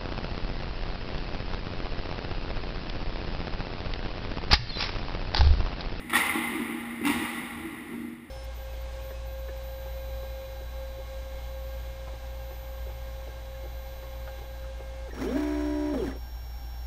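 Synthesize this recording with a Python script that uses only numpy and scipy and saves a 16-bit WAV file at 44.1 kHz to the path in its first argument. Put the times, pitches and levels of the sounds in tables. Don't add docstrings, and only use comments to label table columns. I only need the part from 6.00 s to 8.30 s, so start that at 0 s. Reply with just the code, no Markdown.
import sys
import numpy as np
from scipy import signal
from scipy.fft import rfft, irfft, next_fast_len
from scipy.io import wavfile

SR = 44100
rng = np.random.default_rng(int(sys.argv[2]) if len(sys.argv) > 2 else 0)


def transcribe(signal):
    frames = np.atleast_2d(signal).T
    limited = np.clip(frames, -1, 1)
    pcm = np.round(limited * 32767).astype(np.int16)
    wavfile.write(sys.argv[1], SR, pcm)


N = 101429
TIME_S = np.arange(N) / SR
FFT_SIZE = next_fast_len(2 * N)
BIN_HZ = np.maximum(np.arange(FFT_SIZE // 2 + 1) * SR / FFT_SIZE, 1)

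# freq_hz, gain_db
BOXY_TONE = [(260, -43.5), (450, -6.5), (640, -14.5), (819, -6.5), (1040, -5.5), (1270, -5.5), (1370, -5),
             (1610, -9.5), (1990, 0.5), (2490, -7.5), (2770, -9), (3330, -12.5), (3700, -9), (4120, -19.5),
             (5320, -19.5), (5800, -20), (7540, -70), (12800, -120)]
# freq_hz, width_hz, lift_db
BOXY_RINGS = [(819, 24, 8.5), (1098, 20, 7.5), (1189, 26, 7), (1377, 26, 6.5), (1937, 22, 7), (2067, 18, 8),
              (2849, 38, 6), (3476, 35, 5)]
# time_s, level_db
WASH_LEVEL = [(0, -46), (.09, -47), (1.0, -44.5), (1.9, -48.5), (2.3, -56.5)]
# freq_hz, gain_db
WASH_TONE = [(400, -0.5), (650, 8.5), (1000, -0.5), (2100, 4.5), (3000, 1.5), (5500, -2.5)]
# time_s, relative_db
HALL_RUMBLE_LEVEL = [(0.0, -50.5), (0.51, -53), (0.54, -56.5), (0.99, -60.5), (1.12, -47), (1.28, -62),
                     (1.39, -51.5), (2.3, -63.5)]
# freq_hz, gain_db
HALL_RUMBLE_TONE = [(28, -40), (50, 0.5), (63, -8), (84, 2), (100, -16), (140, -4.5), (250, -3.5),
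                    (600, -69.5)]
# pitch_hz, relative_db, t60_s
PANEL_MODES = [(86.9, -17.5, 0.38), (169.7, -26.5, 0.33), (183, -20, 0.24), (235.94, -6, 0.62),
               (269, -13.5, 0.1), (292.5, -5, 0.27), (325.7, -2.5, 0.27), (356, -16.5, 0.23),
               (430, -17, 0.11)]
# time_s, relative_db
BOARD_RUMBLE_LEVEL = [(0, -35), (.09, -43.5), (.14, -31.5), (.24, -37), (.48, -35.5), (.52, -29),
                      (.63, -28), (.67, -33), (.98, -39), (1.07, -25), (1.11, -26), (1.13, -30.5),
                      (1.23, -28.5), (1.29, -39.5), (1.45, -34), (1.5, -44), (1.58, -37), (1.84, -39),
                      (1.96, -33.5), (2.1, -37), (2.16, -44.5), (2.3, -45)]
# freq_hz, gain_db
BOARD_BED_TONE = [(60, -30.5), (130, -6.5), (170, -8), (240, 8.5), (330, 5.5), (450, -9), (600, -33.5),
                  (1000, -28.5)]
# start_s, relative_db
KNOCKS = [(0.133, -26.5), (0.354, -13.5), (0.499, -24), (.597, -19.5), (0.618, -27), (.695, -22),
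          (1.013, -16.5), (1.049, -22.5), (1.096, -27), (1.185, -32), (1.219, -32), (1.653, -27),
          (1.936, -21.5), (2.0, -27)]
# start_s, level_db, treble_db
TAIL_BLOWS = [(0.149, -26, -2), (1.06, -30.5, 2)]
# freq_hz, t60_s
TAIL_DECAY = [(400, 1.97), (900, 2.45), (1500, 2.97), (2100, 2.49), (3500, 2.12), (5500, 1.46)]
# freq_hz, gain_db
TAIL_TONE = [(300, -6.5), (600, -0.5), (850, 2.5), (1600, -4), (2100, 1.54), (3500, 0.5), (5500, 0)]
# start_s, pitch_hz, level_db, t60_s
STICK_PINGS = [(.137, 3450, -25, 0.11), (.152, 1862, -15, 0.082), (1.341, 1943, -31, 0.25)]
# freq_hz, gain_db
DIRECT_TONE = [(300, -14), (700, 2), (1300, 1.5), (1800, -2.5), (2200, 2.5), (2800, 1.5), (5000, 4)]
# start_s, level_db, treble_db, t60_s
STICK_CONTACTS = [(.0955, -33, -1.5, 0.3), (.131, -20, -15, 0.17), (.146, -24, 1.5, 0.055),
                  (.152, -19.5, -7, 0.056), (.162, -21, 2, 0.21), (.264, -36, 13, 0.045),
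                  (.294, -21, -30, 0.017)]
# freq_hz, width_hz, lift_db
STICK_RESONANCES = [(845, 50, 3), (1335, 60, 3), (1835, 70, 11), (1938, 30, 5), (2235, 70, 5),
                    (2847, 35, 5)]
# start_s, level_db, treble_db, t60_s
BOARD_CONTACTS = [(1.038, -34, -28, 0.17), (1.051, -24, 1, 0.047), (1.063, -22, -2.5, 0.044),
                  (1.0715, -22, 6.5, 0.033), (1.074, -25, -9, 0.09), (1.099, -31, 0, 0.22),
                  (1.134, -39, -8, 0.023), (1.252, -32.5, -29, 0.11), (1.93, -43, -20, 0.099)]
# freq_hz, width_hz, lift_db
BOARD_RESONANCES = [(874, 29, 5), (948, 72, 12.2), (1650, 44, 14), (2250, 55, 4.9), (2723, 120, 12),
                    (3760, 52, 5)]


def from_db(db):
    return 10 ** (np.asarray(db) / 20)


def unit_rms(x):
    return x / np.sqrt(np.mean(x ** 2) + 1e-20)


def at_hz(table, hz=BIN_HZ):
    freq_hz, values = np.transpose(table)
    return np.interp(np.log(hz), np.log(freq_hz), values)


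def gain_curve(table):
    return from_db(np.interp(TIME_S, *np.transpose(table)))


def resonance_db(rings):
    return sum(lift_db / (1 + (2 * (BIN_HZ - hz) / width_hz) ** 2) for hz, width_hz, lift_db in rings)


def shape(x, gain_db):
    cepstrum = irfft(gain_db * np.log(10) / 20, FFT_SIZE)
    cepstrum[1:FFT_SIZE // 2] *= 2
    cepstrum[FFT_SIZE // 2 + 1:] = 0
    return irfft(rfft(x, FFT_SIZE) * np.exp(rfft(cepstrum)), FFT_SIZE)[:N]


def boxy(x, tone_db):
    gain_db = at_hz(BOXY_TONE) + tone_db + resonance_db(BOXY_RINGS)
    power_db = 10 * np.log10(np.mean(from_db(gain_db) ** 2))
    return shape(x, gain_db - power_db)


def brighten(x, treble_db, edge_hz=3900):
    return shape(x, treble_db / (1 + (edge_hz / BIN_HZ) ** 8))


def envelope(start_s, rise_s, t60_s):
    age_s = np.maximum(TIME_S - start_s, 0)
    return (1 - np.exp(-age_s / rise_s)) * from_db(-60 * age_s / t60_s)


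def ring(x, hz, t60_s):
    radius, step_rad = from_db(-60 / (t60_s * SR)), 2 * np.pi * hz / SR
    return signal.lfilter([0, np.sin(step_rad)], [1, -2 * radius * np.cos(step_rad), radius ** 2], x + 1e-18)


def hall_wash():
    return gain_curve(WASH_LEVEL) * boxy(rng.standard_normal(N), at_hz(WASH_TONE))


def hall_rumble(gain_db=4.5):
    noise = unit_rms(shape(rng.standard_normal(N), at_hz(HALL_RUMBLE_TONE)))
    return from_db(gain_db) * gain_curve(HALL_RUMBLE_LEVEL) * noise


def board_rumble(modes_db=-5, bed_db=-10, hum_db=-8, hum_hz=235, hum_width_hz=4):
    modes = sum(from_db(db) * ring(rng.standard_normal(N + SR), hz, t60_s)[SR:]
                for hz, db, t60_s in PANEL_MODES)
    bed = unit_rms(shape(rng.standard_normal(N), at_hz(BOARD_BED_TONE)))
    hum_band = signal.iirpeak(hum_hz, hum_hz / hum_width_hz, fs=SR)
    hum = unit_rms(signal.lfilter(*hum_band, rng.standard_normal(N + SR))[SR:])
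    mix = from_db(modes_db) * unit_rms(modes) + from_db(bed_db) * bed + from_db(hum_db) * hum
    return gain_curve(BOARD_RUMBLE_LEVEL) * mix


def board_thuds(gain_db=-12.5, scatter_db=1.5, band_hz=(148, 392)):
    start_s, knock_db = np.transpose(KNOCKS)
    scatters_db = scatter_db * rng.standard_normal((len(KNOCKS), len(PANEL_MODES)))
    out = np.zeros(N)
    for (hz, mode_db, t60_s), offset_db in zip(PANEL_MODES, scatters_db.T):
        clicks = np.zeros(N)
        clicks[(start_s * SR).astype(int)] = from_db(gain_db + knock_db + mode_db + offset_db)
        out += np.gradient(ring(clicks, hz, t60_s)) * SR / (2 * np.pi * hz)
    return signal.sosfilt(signal.butter(3, band_hz, "band", fs=SR, output="sos"), out)


def hall_tail(build_s=0.0075):
    edges_hz = np.geomspace(200, 6500, 15)
    out = np.zeros(N)
    for start_s, level_db, treble_db in TAIL_BLOWS:
        spectrum = rfft(brighten(rng.standard_normal(N), treble_db), FFT_SIZE)
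        for low_hz, high_hz in zip(edges_hz, edges_hz[1:]):
            band = irfft(spectrum * ((BIN_HZ >= low_hz) & (BIN_HZ < high_hz)), FFT_SIZE)[:N]
            t60_s = at_hz(TAIL_DECAY, np.sqrt(low_hz * high_hz))
            out += from_db(level_db) * band * envelope(start_s, build_s, t60_s)
    return boxy(out, at_hz(TAIL_TONE))


def stick_pings(rise_s=0.0025):
    return sum(from_db(db) * np.sin(2 * np.pi * hz * (TIME_S - start_s)) * envelope(start_s, rise_s, t60_s)
               for start_s, hz, db, t60_s in STICK_PINGS)


def panel_boom(start_s=1.044, stop_s=1.106, pitch_hz=290.7, level_db=-21, rise_s=0.009, t60_s=0.045):
    age_s = np.maximum(TIME_S - start_s, 0)
    swell = 1 - np.exp(-age_s / rise_s)
    damping = from_db(-60 * np.maximum(TIME_S - stop_s, 0) / t60_s)
    return from_db(level_db) * swell * damping * np.sin(2 * np.pi * pitch_hz * age_s)


def puck_cracks(contacts, rings, rise_s=0.00031, grain_db=4):
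    out = np.zeros(N)
    for start_s, level_db, treble_db, t60_s in contacts:
        signs = rng.choice([-1, 1], N)
        heights = from_db(grain_db * np.minimum(rng.exponential(1, N), 6))
        spray = unit_rms(signs * heights) * envelope(start_s, rise_s, t60_s)
        out += from_db(level_db) * brighten(spray, treble_db)
    return boxy(out, at_hz(DIRECT_TONE) + resonance_db(rings))


def scene():
    slap = puck_cracks(STICK_CONTACTS, STICK_RESONANCES) + stick_pings()
    slam = puck_cracks(BOARD_CONTACTS, BOARD_RESONANCES) + panel_boom()
    return (slap + slam + hall_tail() + board_thuds() + board_rumble() + hall_rumble() + hall_wash())[None]


def record(dry):
    low_cut_hz, anti_alias_hz, hold_rate_hz, cutoff_hz = 36, 5750, 12000, 15250
    y = signal.sosfilt(signal.butter(2, low_cut_hz, "high", fs=SR, output="sos"), dry)
    y = signal.sosfilt(signal.butter(12, anti_alias_hz, fs=SR, output="sos"), y)
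    held = np.repeat(signal.resample_poly(y, hold_rate_hz, SR, axis=1), 4, axis=1)
    y = signal.resample_poly(held, SR, 4 * hold_rate_hz, axis=1)[:, :N]
    return signal.sosfilt(signal.ellip(10, .3, 80, cutoff_hz, fs=SR, output="sos"), y)


dry = scene()
out = record(dry)
transcribe(out)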